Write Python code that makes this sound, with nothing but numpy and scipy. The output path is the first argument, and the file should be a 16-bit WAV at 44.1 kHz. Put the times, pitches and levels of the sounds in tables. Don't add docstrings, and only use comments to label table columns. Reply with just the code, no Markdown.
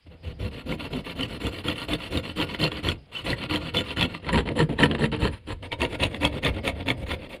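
import sys
import numpy as np
from scipy import signal
from scipy.fft import rfft, irfft
from scipy.io import wavfile
from scipy.ndimage import uniform_filter1d, map_coordinates

SR = 44100
rng = np.random.default_rng(int(sys.argv[2]) if len(sys.argv) > 2 else 0)


def file_out(sig):
    cols = np.atleast_2d(sig).T
    lim = np.clip(cols, -1, 1)
    pcm = np.round(lim * 32767).astype(np.int16)
    wavfile.write(sys.argv[1], SR, pcm)


def makeup_ratio(level_db):
    decades = np.asarray(level_db, float) / 20
    return 10 ** decades


N = 326340
TIME_S = np.arange(N) / SR
CATCH_HISS_DB = -34

REGRIP_S = [
    4.205,
    5.59,
]
# start_s, length_s, rasp_db, bench_weight_db (over rasp)
CUTS = [(0.391, 0.098, -47, 17), (0.661, 0.097, -42.5, 17), (0.903, 0.11, -44, 18),
        (1.155, 0.11, -41.5, 14.5), (1.402, 0.097, -38, 11.5), (1.639, 0.1, -36.5, 10),
        (1.881, 0.081, -34.5, 11), (2.106, 0.098, -35.5, 13.5), (2.36, 0.092, -33.5, 11.5),
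        (2.59, 0.095, -32.5, 10.5), (2.831, 0.099, -34, 10.5), (3.244, .1, -34, 10), (3.496, 0.087, -32, 7),
        (3.739, 0.082, -31, 9.5), (3.965, 0.1, -33.5, 11), (4.32, 0.091, -30.5, 14.5),
        (4.557, 0.083, -33, 17), (4.785, 0.081, -26, 12.5), (4.988, 0.077, -33.5, 17),
        (5.194, 0.094, -32, 13), (5.468, 0.069, -40.5, 11), (5.792, 0.075, -31.5, 5.5),
        (5.991, 0.084, -30, 8.5), (6.205, 0.077, -28.5, 3.5), (6.425, 0.076, -29, 5),
        (6.637, 0.07, -29.5, 3), (6.861, 0.063, -31.5, 3), (7.064, 0.092, -37, 3)]
# start_s, length_s, rasp_db, bench_weight_db (over rasp)
RETURNS = [(0.23, 0.099, -51.5, 12.5), (0.515, 0.11, -47, 10), (0.786, 0.097, -43.5, 10),
           (1.042, 0.092, -40.5, 4.5), (1.279, 0.1, -44.5, 10.5), (1.509, 0.11, -44, 6),
           (1.747, .11, -41, 4), (1.982, .11, -41.5, 2.5), (2.228, 0.099, -42.5, 7.5), (2.468, 0.1, -41, 8),
           (2.708, 0.098, -39.5, 5), (3.118, 0.108, -44, -7), (3.366, 0.1, -40.5, 8), (3.598, .11, -42, 10),
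           (3.84, 0.1, -40.5, 2), (4.084, 0.098, -46, 5), (4.454, 0.078, -45.5, 25),
           (4.689, 0.053, -46.5, 27), (4.892, 0.077, -44, 24), (5.118, 0.057, -38, 14.5),
           (5.312, 0.073, -49.5, 5), (5.888, 0.078, -42.5, 10), (6.097, 0.085, -45, 9),
           (6.314, 0.08, -41, 10), (6.528, 0.076, -42, 11), (6.745, 0.087, -44.5, 10),
           (6.963, 0.085, -50.5, 14.5), (7.186, 0.091, -48, -4)]
# centre_hz, width_hz, level_db
SHEET = [
    [(967, 80, 0), (1404, 98, -2), (1920, 226, -6.5), (2200, 75, -3), (2740, 140, 1.5), (3022, 153, 0),
     (3460, 83, -4.5), (4217, 146, -3.5), (4520, 150, -11)],
    [(953, 163, 4.5), (1348, 71, -5), (1830, 720, -4), (2750, 77, -2), (3066, 91, 0.5), (3920, 43, -25),
     (4206, 46, -26), (4300, 43, -6.5)],
    [(938, 133, 1.5), (1404, 76, -5), (1892, 250, -4), (2200, 240, 1), (2490, 70, -21), (2706, 78, 2),
     (3340, 470, -6.5), (3500, 160, -8), (4330, 430, -14)],
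]
# centre_hz, width_hz, level_db
BENCH = [
    [(94, 25, -11), (158, 25, -1.5), (300, 20, -4), (500, 112, -6), (678, 56, -12)],
    [(155, 47, 0.5), (224, 14, 2), (283, 49, -3), (472, 157, -4), (694, 33, -14)],
    [(121, 24, -1), (187, 11, -19), (300, 41, -3), (520, 130, -9), (677, 150, -11)],
]
# centre_hz, width_hz, level_db
BLADE = [
    [(7300, 130, -2), (9370, 1100, -5), (10730, 660, -21)],
    [(7370, 270, 6.5), (8200, 840, 3.5), (9800, 510, 11)],
    [(6900, 990, -3.5), (9160, 1100, 2), (10200, 500, -2)],
]
# freq_hz, level_db
SCRAPE = [(25, -74), (700, -13), (1200, -2), (1600, -28.5), (2500, -5.5), (3800, -10), (4800, -22.5),
          (5500, -46), (16000, -106)]
# freq_hz, level_db
BOOM = [(20, -84), (70, -23.5), (120, -4.5), (300, -5), (650, -19), (800, -25.5), (1500, -45),
        (16000, -100)]
# freq_hz, level_db
FIZZ = [(2000, -61), (5000, -6), (6200, -14.5), (7500, -10.5), (10000, -13), (11500, -16.5), (13000, -15),
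        (15600, -55)]


def unit(x):
    return x / np.sqrt(np.mean(x ** 2) + 1e-20)


def along(points, hz):
    f, v = np.transpose(points)
    return np.interp(np.log(hz + 1), np.log(f + 1), v)


def wobble(rate):
    return map_coordinates(rng.standard_normal(int(N * rate / SR) + 4), [np.arange(N) * rate / SR])


def grip_at(s):
    return np.searchsorted(REGRIP_S, s)


def body(x, modes, between):
    size = 8192
    hz = np.fft.rfftfreq(size, 1 / SR)
    power = makeup_ratio(2 * along(between, hz))
    for centre_hz, width_hz, db in modes:
        power = power + makeup_ratio(2 * db) / (1 + ((hz - centre_hz) / (0.59 * width_hz)) ** 2) ** 2
    cepstrum = irfft(np.log(power) / 2)
    cepstrum[1:size // 2] *= 2
    cepstrum[size // 2 + 1:] = 0
    response = irfft(np.exp(rfft(cepstrum)))
    return signal.fftconvolve(x, response / np.linalg.norm(response))[:N]


def gripped(x, bodies, between):
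    edges = [0, *(round(s * SR) for s in REGRIP_S), N]
    out = np.zeros(N)
    for start, end, modes in zip(edges, edges[1:], bodies):
        answer = body(x[start:end], modes, between)[:N - start]
        out[start:start + len(answer)] += answer
    return out


def saw():
    # centre_hz, width_hz, level_db
    board_modes = [
        (516, 510, -48),
        (500, 130, -54),
        (520, 136, -38.5),
    ]
    # freq_hz, level_db
    kerf = [(600, -29.5), (1300, 4.5), (3000, 2.5), (4700, -18), (5400, -22), (9000, -49)]

    rasp, bench, hiss = strokes(bite=0.013, edge_db=7.0)
    force = unit(tooth_beat(rasp) * teeth(rate=2500, spread_db=2.5, rub=1.0, clump_db=3.5))
    fine = 0.55 * force + teeth(rate=3800, spread_db=3.5, rub=1.36, clump_db=1.5)
    push = 0.5 * force + teeth(rate=400, spread_db=0.5, rub=1.0, clump_db=1)

    sheet = gripped(makeup_ratio(3.5) * rasp * roaming(force, depth_db=1.0), SHEET, SCRAPE)
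    sheet += makeup_ratio(-5.5) * rasp * squeaks(rate=260, cycles=6.3, spread_db=12.0)
    flanks = body(makeup_ratio(-48.0) * unit(rasp) ** 0.74 * fine, [], kerf)
    boom = gripped(makeup_ratio(-6.0) * bench * roaming(push, depth_db=0.0), BENCH, BOOM)

    board_gain = makeup_ratio(np.array(board_modes)[grip_at(TIME_S), 2])
    drone = uniform_filter1d(unit(rasp) ** 0.38, 900) * board_gain
    single_modes = [[(hz, width_hz, 0)] for hz, width_hz, _ in board_modes]
    board = gripped(drone * push, single_modes, [(300, -5.0), (1500, -42), (5000, -86)])

    cut_edges_s = [e for s, length, *_ in CUTS for e in (s - .01, s + length + .01)]
    cutting = np.searchsorted(cut_edges_s, TIME_S) % 2
    treble = blade(hiss, fine, cutting) + chips(hiss, cutting)
    return sheet + flanks + boom + board + overtones(treble, depth_db=3.0) + table(bench)


def strokes(bite, edge_db):
    # start_s, length_s, rasp_db, bench_weight_db (over rasp)
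    feelers = [
        (0.062, 0.021, -64, 24.5),
        (0.1, 0.062, -60.5, 16),
        (4.222, 0.093, -34.5, 10),
        (5.624, 0.052, -45.5, 5),
        (5.718, 0.026, -38, -12),
        (7.291, 0.081, -48.5, -11),
    ]
    peak_place = [
        [0.61, 0.67, 0.56],
        [0.72, 0.24, 0.81],
        [.3, .85, 0.43],
    ]
    hiss_level_db = [
        [-20, -19.5, -20],
        [-23, -22.5, -21.5],
        [-28, -29, -20],
    ]
    pointed_db = [
        [6.4, 8.5, 12],
        [5.7, 6.9, 10.8],
        [12, 18, 6.5],
    ]
    dig_in = [
        [14, 12, 6],
        [16, 40, 11],
        [30, 6, 30],
    ]
    creep_in_db = [-14.5, -17.5, -23]
    shivers_db = [
        np.zeros(len(CUTS)),
        [-1, -0.5, 0.5, 1, 3, 3, 3, 1.5, 1, -0.5, -1.5, 2.5, -1.5, 0, 1.5, -1, -5, 3.5, -2, -9, 5.5, 4, 1, -2.5, -6, -4, 1, -4],
        [0, 0, -0.064, -0.57, -1.3, 1.1],
    ]
    hiss_lag = 0.22
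    let_go = 9

    power = np.zeros((3, N))
    for kind, rows in enumerate([CUTS, RETURNS, feelers]):
        for (start, length, rasp_db, bench_db), shiver_db in zip(rows, shivers_db[kind]):
            grip = grip_at(start)
            near = slice(max(round((start - .06) * SR), 0), round((start + length + 0.12) * SR))
            peak = np.clip(peak_place[kind][grip], .12, .88)
            hiss_db = hiss_level_db[kind][grip] + shiver_db - hiss_lag * (rasp_db + 35.5)
            u = (TIME_S[near] - start) / length - peak
            steep = np.where(u < 0, dig_in[kind][grip], let_go)
            u = np.where(u < 0, -u / peak, u / (1 - peak))
            arch_db = max(pointed_db[kind][grip] + bite * (rasp_db + 36.0), 1)
            shape_db = -arch_db * np.array([[1], [.9], [.5]]) * u ** 0.98 - edge_db * u ** steep
            creep_db = np.where(steep == let_go, -12, creep_in_db[grip]) - 11 * u
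            shape_db = np.maximum(shape_db, creep_db)
            power[:, near] += makeup_ratio(2 * (rasp_db + np.array([[0], [bench_db], [hiss_db]]) + shape_db))
    return np.sqrt(power)


def teeth(rate, spread_db, rub, clump_db):
    size = np.minimum(rng.exponential(size=N), 3.5)
    slips = (rng.random(N) < rate / SR) * makeup_ratio(spread_db * size) * rng.choice([-1, 1], N)
    rubbed = unit(slips) + rub * rng.standard_normal(N)
    return unit(rubbed * makeup_ratio(clump_db * wobble(140)))


def tooth_beat(rasp):
    tooth_hz, sway = 190, .25
    full_depth, full_bite_db = .7, -35
    turn = np.cumsum(tooth_hz * np.exp(sway * wobble(45)) / SR)
    size = rng.uniform(0.36, 1.51, int(turn[-1]) + 1)[turn.astype(int)]
    depth = full_depth * np.clip(rasp / makeup_ratio(full_bite_db), 0, 1) ** .7
    kicks = uniform_filter1d(size * np.exp(-3 * (turn % 1)), size=24)
    return 1 - depth + depth * 2.46 * kicks


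def roaming(x, depth_db):
    z = signal.stft(x, nperseg=256)[2]
    field = uniform_filter1d(rng.standard_normal(z.shape), size=4, axis=0)
    field = uniform_filter1d(field, size=14, axis=1)
    return signal.istft(z * makeup_ratio(depth_db * unit(field)), nperseg=256)[1][:N]


def squeaks(rate, cycles, spread_db):
    count, span = int(rate * N / SR), np.arange(700)
    at, pick, size, detune = rng.random((count, 4)).T
    grips = grip_at(at * N / SR)
    mode_hz = [SHEET[g][1 + int(p * (len(SHEET[g]) - 1))][0] for g, p in zip(grips, pick)]
    hz = np.array(mode_hz) * (.96 + 0.091 * detune)
    turns = hz[:, None] * span / SR
    swell = turns / cycles * np.exp(-turns / cycles) * makeup_ratio(spread_db * size)[:, None]
    where = (at * N).astype(int)[:, None] + span
    tones = swell * np.sin(2 * np.pi * turns)
    return unit(np.bincount(where.ravel(), tones.ravel(), N + 700)[:N])


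def blade(hiss, fine, cutting):
    # centre_hz, width_hz, level_db
    blade_back = [
        [(8060, 400, -5), (9600, 390, -0.5), (10200, 500, -18)],
        [(7420, 400, 0), (9340, 550, 9), (10000, 560, 2)],
        [(7200, 500, -11), (8900, 980, 0.5), (10060, 930, -3)],
    ]
    shiver = makeup_ratio(1.5) * hiss * roaming(fine, depth_db=3.0)
    return gripped(shiver * cutting, BLADE, FIZZ) + gripped(shiver * (1 - cutting), blade_back, FIZZ)


def chips(hiss, cutting):
    # centre_hz, width_hz, level_db
    rattle = [
        [(14600, 900, 1), (10650, 1500, 5.5), (12900, 700, -2)],
        [(14600, 1500, -8), (11700, 540, 2)],
        [(13000, 2000, 4), (14900, 900, -4)],
    ]
    # freq_hz, level_db
    dust = [(9000, -40), (11800, -6), (13800, -7), (15300, -3.5)]
    start_db = [4, -17, -10]
    slope_db_per_s = [-1.85, 6, 6]
    cut_db = -0.5
    grip = grip_at(TIME_S)
    held_s = TIME_S - np.array([0, *REGRIP_S])[grip]
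    level_db = np.take(start_db, grip) + np.take(slope_db_per_s, grip) * held_s + cut_db * cutting
    spray = roaming(teeth(rate=1500, spread_db=5, rub=0.92, clump_db=0.5), depth_db=1.5)
    return gripped(makeup_ratio(level_db) * hiss * unit(hiss) ** 0.24 * spray, rattle, dust)


def overtones(x, depth_db):
    z = signal.stft(x, nperseg=512)[2]
    field = uniform_filter1d(rng.standard_normal(z.shape), size=16, axis=1)
    gain_db = depth_db * unit(field) - .115 * depth_db ** 2
    return signal.istft(z * makeup_ratio(gain_db), nperseg=512)[1][:N]


def catches():
    # time_s, peak_db, ring_hz, hiss_db (over peak)
    hard_catches = [(.724, -25, 2200, -34), (1.2084, -21.5, 2930, -23), (1.231, -21, 2870, -28),
                    (1.4677, -25.5, 3490, -16.5), (1.6835, -19, 3260, -25), (1.935, -19, 3610, -22),
                    (2.1726, -21.5, 3650, -21.5), (2.4006, -22, 3170, -48), (2.639, -16.5, 4270, -27),
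                    (2.663, -21, 2720, -38), (2.8869, -15.5, 3360, -24), (3.3024, -22.5, 4210, -21),
                    (3.3306, -20, 1970, -38), (3.558, -19, 3210, -25), (3.7686, -18.5, 3330, -24),
                    (4.0097, -19, 3530, -21), (4.0266, -15.5, 3340, -24), (4.329, -21.5, 1900, -17),
                    (4.5908, -20, 1820, -21), (4.604, -15.5, 1830, -34), (4.7884, -19.5, 1820, -43),
                    (4.834, -9.5, 1820, -38), (5.02, -26.5, 1800, -28), (5.0403, -18.5, 1810, -48),
                    (5.8168, -17, 2740, -19.5), (6.0354, -19, 3860, -17.5), (6.2499, -11, 3310, -23),
                    (6.448, -18.5, 3480, -21.5), (6.6766, -18.5, 2200, -20), (6.9025, -20, 2200, -45)]
    # time_s, peak_db, ring_hz
    snags = [(2.5465, -20, 1920), (3.152, -29, 2720), (3.169, -29, 3030), (3.438, -20, 2720),
             (3.9129, -23, 3200), (3.9705, -22, 1780), (4.148, -23.5, 2050), (4.458, -35, 2630),
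             (4.476, -28, 2120), (4.2889, -18, 2190), (4.4883, -19.5, 2190), (4.6927, -32, 930),
             (4.983, -33, 1830), (3.9053, -25, 2750), (4.913, -19, 2920), (4.9502, -19, 1840),
             (5.117, -27, 2710), (5.274, -21, 1830), (5.6276, -32.5, 3000), (5.718, -21.5, 2130),
             (5.724, -37, 3700), (5.727, -19.5, 3020), (5.85, -16, 2800), (5.931, -23.5, 2140),
             (6.145, -21.5, 1930), (6.8856, -15.5, 2380), (6.8858, -18.5, 3590), (6.9028, -14, 3400),
             (6.677, -19.5, 3490), (4.01, -19, 2700), (7.1158, -21, 1970)]
    # time_s, peak_db, ring_hz
    ticks = [(0.8066, -22, 2770), (1.532, -23.5, 3030), (1.8176, -20.5, 3000), (2.253, -25, 2750),
             (2.387, -22, 2730), (2.601, -20, 2980), (2.614, -15, 4080), (2.6297, -14.5, 2740),
             (2.717, -19.5, 3270), (3.501, -29, 1920), (3.51, -14.5, 2680), (3.541, -17, 2660),
             (3.6282, -31, 2760), (3.7384, -32, 2900), (3.9944, -13.5, 3460), (4.2668, -25, 2120),
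             (4.2468, -28, 1970), (4.343, -9.5, 1960), (4.3578, -13, 2240), (4.3755, -13, 1920),
             (4.5801, -21, 1790), (4.805, -10, 1780), (5.1288, -26, 2690), (5.2337, -22, 2700),
             (6.009, -23, 2730), (6.0261, -17, 2650), (6.2183, -22.5, 2250), (6.4283, -28, 2700),
             (6.0004, -21, 2670), (6.86, -27, 1920), (6.8794, -17, 2250)]
    ring_db = [
        6.5,
        6,
        -4,
        -1.5,
    ]
    jolt_db = [
        -7,
        -0.5,
        -13,
        -5,
    ]
    ring_t60_s = [
        .019,
        .009,
        .012,
        .012,
    ]
    tick_hiss_db = -36
    snap_db, snap_t60_s = 3.5, 0.00039
    ring_top_hz = 4900

    kinds = [hard_catches, [(*row, CATCH_HISS_DB) for row in snags],
             small_catches(), [(*row, tick_hiss_db) for row in ticks]]
    ring, jolts = np.zeros(N + SR), np.zeros((3, N + SR))
    t = np.arange(SR // 20) / SR
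    rise = 1 - np.exp(-t / 0.0009)
    snap = [[1], [1], [.2]] * makeup_ratio(snap_db - 60 * t / snap_t60_s)
    jolt_t60_s = np.array([[.013], [.045], [.016]])
    for kind, rows in enumerate(kinds):
        for s, db, hz, hiss_db in rows:
            at = round(s * SR)
            chance = rng.standard_normal((4, len(t)))
            drift = 0.052 * np.cumsum(chance[0])
            other_hz = rng.choice(SHEET[grip_at(s)])[0]
            pair = np.sin(2 * np.pi * hz * t + drift) + 0.37 * np.sin(2 * np.pi * other_hz * t - drift)
            ring[at:][:len(t)] += makeup_ratio(db + ring_db[kind] - 60 * t / ring_t60_s[kind]) * rise * pair
            levels_db = db + np.array([[jolt_db[kind]], [-9], [hiss_db + 9.5]])
            jolts[:, at:at + len(t)] += makeup_ratio(levels_db - 60 * t / jolt_t60_s) * (rise + snap) * chance[1:]
    sheet, bench, blade_jolt = jolts[:, :N]
    lowpass = signal.butter(4, ring_top_hz, fs=SR, output="sos")
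    plastic = signal.sosfilt(lowpass, ring[:N] + gripped(sheet, SHEET, SCRAPE))
    return plastic + gripped(bench, BENCH, BOOM) + gripped(blade_jolt, BLADE, FIZZ)


def small_catches():
    over_rasp_db, spread_db = 14.5, 1
    strokes_twice = np.repeat(CUTS + RETURNS, 2, axis=0)
    out = []
    for s, length, rasp_db, _ in strokes_twice:
        place, size, pick = rng.random(3)
        peak_db = rasp_db + over_rasp_db + spread_db * (4 * size - 2)
        ring_hz = SHEET[grip_at(s)][2 + int(3 * pick)][0]
        out.append((s + length * (.15 + .7 * place), peak_db, ring_hz, CATCH_HISS_DB))
    return out


def dwells():
    # middle_s, length_s, level_db, mode_hz
    thumps = [(0.125, 0.045, -42, 172), (0.3, 0.099, -35, 158), (0.279, 0.039, -26.5, 79),
              (0.712, 0.041, -28.5, 292), (0.713, 0.052, -29, 161), (0.967, 0.026, -25, 244),
              (1.21, 0.048, -27, 264), (1.459, 0.048, -26, 70.5), (1.468, 0.038, -28.5, 283),
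              (1.699, 0.034, -23, 297), (1.932, 0.048, -26.5, 304), (1.933, 0.029, -30.5, 75),
              (2.142, 0.037, -33, 292), (2.171, 0.041, -28, 81), (2.404, 0.082, -28, 314),
              (2.895, 0.031, -23, 85), (3.516, 0.055, -25.5, 303), (3.55, 0.052, -31, 513),
              (4.013, 0.037, -37, 296), (4.039, 0.025, -23, 99), (4.343, 0.038, -17, 171),
              (4.343, 0.054, -25, 531), (4.358, 0.044, -19, 239), (4.364, 0.032, -22, 81),
              (4.607, 0.046, -25, 412), (4.609, 0.042, -29, 473), (4.609, 0.084, -25, 74),
              (4.62, 0.032, -25.9, 344), (4.627, 0.051, -16.5, 157), (4.816, 0.037, -25, 155),
              (4.838, 0.062, -15, 285), (4.846, 0.046, -19, 482), (5.028, 0.019, -20.5, 417),
              (5.032, 0.033, -29, 251), (5.043, 0.05, -13.5, 146), (5.233, 0.023, -17, 126),
              (5.261, 0.069, -36, 516), (5.502, 0.041, -29, 307), (5.832, 0.034, -25, 352),
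              (5.835, 0.041, -29.5, 650), (6.015, 0.024, -39, 300), (6.254, 0.055, -25.5, 294),
              (6.267, 0.1, -26, 76), (6.292, 0.039, -33, 94), (6.453, 0.036, -22.5, 281),
              (6.519, 0.085, -22.5, 69), (6.674, 0.036, -28, 267), (6.698, 0.054, -22.5, 70),
              (6.89, 0.063, -28, 266), (7.128, 0.078, -29, 80.5)]
    # middle_s, length_s, level_db, mode_hz
    sings = [(0.264, 0.033, -54, 2930), (1.231, 0.026, -30.5, 3080), (2.636, 0.022, -26.5, 3120),
             (2.644, 0.062, -41, 2750), (3.157, 0.018, -32, 2700), (3.167, 0.017, -29.5, 3030),
             (3.191, 0.034, -35, 2950), (3.778, 0.046, -28.5, 3500), (3.782, 0.032, -25, 3025),
             (4.029, 0.061, -32.5, 3310), (4.034, 0.032, -27, 2617), (4.37, 0.053, -29.5, 956),
             (4.604, 0.035, -26.4, 950), (4.819, 0.068, -28.5, 918), (4.832, 0.044, -30, 1355),
             (4.838, 0.012, -16.5, 3045), (5.035, 0.053, -41, 1830), (5.234, 0.013, -31, 2640),
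             (5.731, 0.026, -36, 935), (5.727, 0.026, -32, 2280), (5.737, 0.032, -43, 3690),
             (5.836, 0.034, -30, 953), (6.033, 0.034, -28, 2547), (6.035, 0.024, -28, 2880),
             (6.036, 0.034, -27, 2750), (6.25, 0.034, -28.5, 2600), (6.256, 0.028, -33, 930),
             (6.257, 0.046, -34, 2200), (6.453, 0.028, -28, 2546), (6.894, 0.027, -42, 2200),
             (6.897, 0.042, -39, 2720), (7.03, 0.038, -36, 540), (7.12, 0.032, -38, 3500)]
    half = SR // 10
    out, t = np.zeros(N + SR), np.arange(-half, half) / SR
    for rows, trim_db, edge_db, rough in [(thumps, -2, 11.5, 0.0069), (sings, 2, 11, 0.041)]:
        for s, length, db, hz in rows:
            drift = rough * np.cumsum(rng.standard_normal(len(t))) + 2 * np.pi * rng.random()
            swell = makeup_ratio(db + trim_db - edge_db * (2 * t / length) ** 2)
            out[round(s * SR) - half:][:len(t)] += swell * np.sin(2 * np.pi * hz * t + drift)
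    return out[:N]


def table(push):
    # time_s, level_db
    arm = [(0, -54), (.45, -37), (.7, -43.5), (2.5, -39.5), (3.3, -40.5), (4.2, -37.5), (4.4, -35),
           (4.7, -34.5), (5.4, -39), (6.1, -39), (7.4, -40.5)]
    # freq_hz, level_db
    rumble = [(15, -29), (35, -9.5), (65, -1), (95, 0.5), (130, -9.5), (300, -71)]
    rock_s, growth = 0.082, 0.86
    s, db = np.transpose(arm)
    swell = np.abs(uniform_filter1d(push, int(rock_s * SR)))
    swell = (swell / (uniform_filter1d(push, SR // 2) + 1e-4)) ** growth
    return makeup_ratio(np.interp(TIME_S, s, db)) * swell * body(rng.standard_normal(N), [], rumble)


def room(x):
    # freq_hz, t60_s
    walls = [(80, 0.42), (500, 0.17), (3000, 0.082), (12000, 0.083)]
    wet, step = np.zeros(N + SR), SR // 4
    for at in range(0, N, step):
        hz, t, z = signal.stft(rng.standard_normal(step), SR, nperseg=256)
        decay = makeup_ratio(-60 * t / along(walls, hz)[:, None])
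        tail = signal.istft(z * decay, SR, nperseg=256)[1]
        answer = signal.fftconvolve(x[at:at + step], tail / np.linalg.norm(tail))
        wet[at:at + len(answer)] += answer
    return np.pad(wet, (200, 0))[:N]


def night():
    # freq_hz, level_db (per Hz)
    hum = [(20, -28), (60, -11), (130, -13), (320, -19), (680, -22), (1500, -21), (2200, -17), (3000, -17),
           (4200, -22), (5100, -30), (5500, -44), (9500, -36), (15500, -54)]
    # centre_hz, width_hz, level_db, chirps_per_s, share_sounding (0-1)
    crickets = [
        (4850, 450, -72, 6.06, .55),
        (2200, 160, -79, 4, .8),
    ]
    sound = makeup_ratio(-66 + .8 * wobble(5)) * body(rng.standard_normal(N), [], hum)
    for hz, width_hz, db, rate, share in crickets:
        on = uniform_filter1d(1.0 * ((TIME_S * rate - .03) % 1 < share), 500)
        voice = body(rng.standard_normal(N), [(hz, width_hz, 0)], [(25, -60)])
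        sound = sound + makeup_ratio(db + 2.5 * wobble(60)) * on * voice
    return sound


def scene():
    work = saw() + catches() + dwells()
    return (work + makeup_ratio(-11.5) * room(work) + night())[None]


def low_pass(x):
    return signal.sosfilt(signal.butter(12, 15700, fs=SR, output="sos"), x)


def record(dry):
    top_hz = 15600
    soft = dry / (1 + np.abs(dry / .9) ** 4) ** (1 / 4)
    band = irfft(rfft(soft) * (np.fft.rfftfreq(N, 1 / SR) < top_hz), N)
    return low_pass(band)


dry = scene()
out = record(dry)
file_out(out)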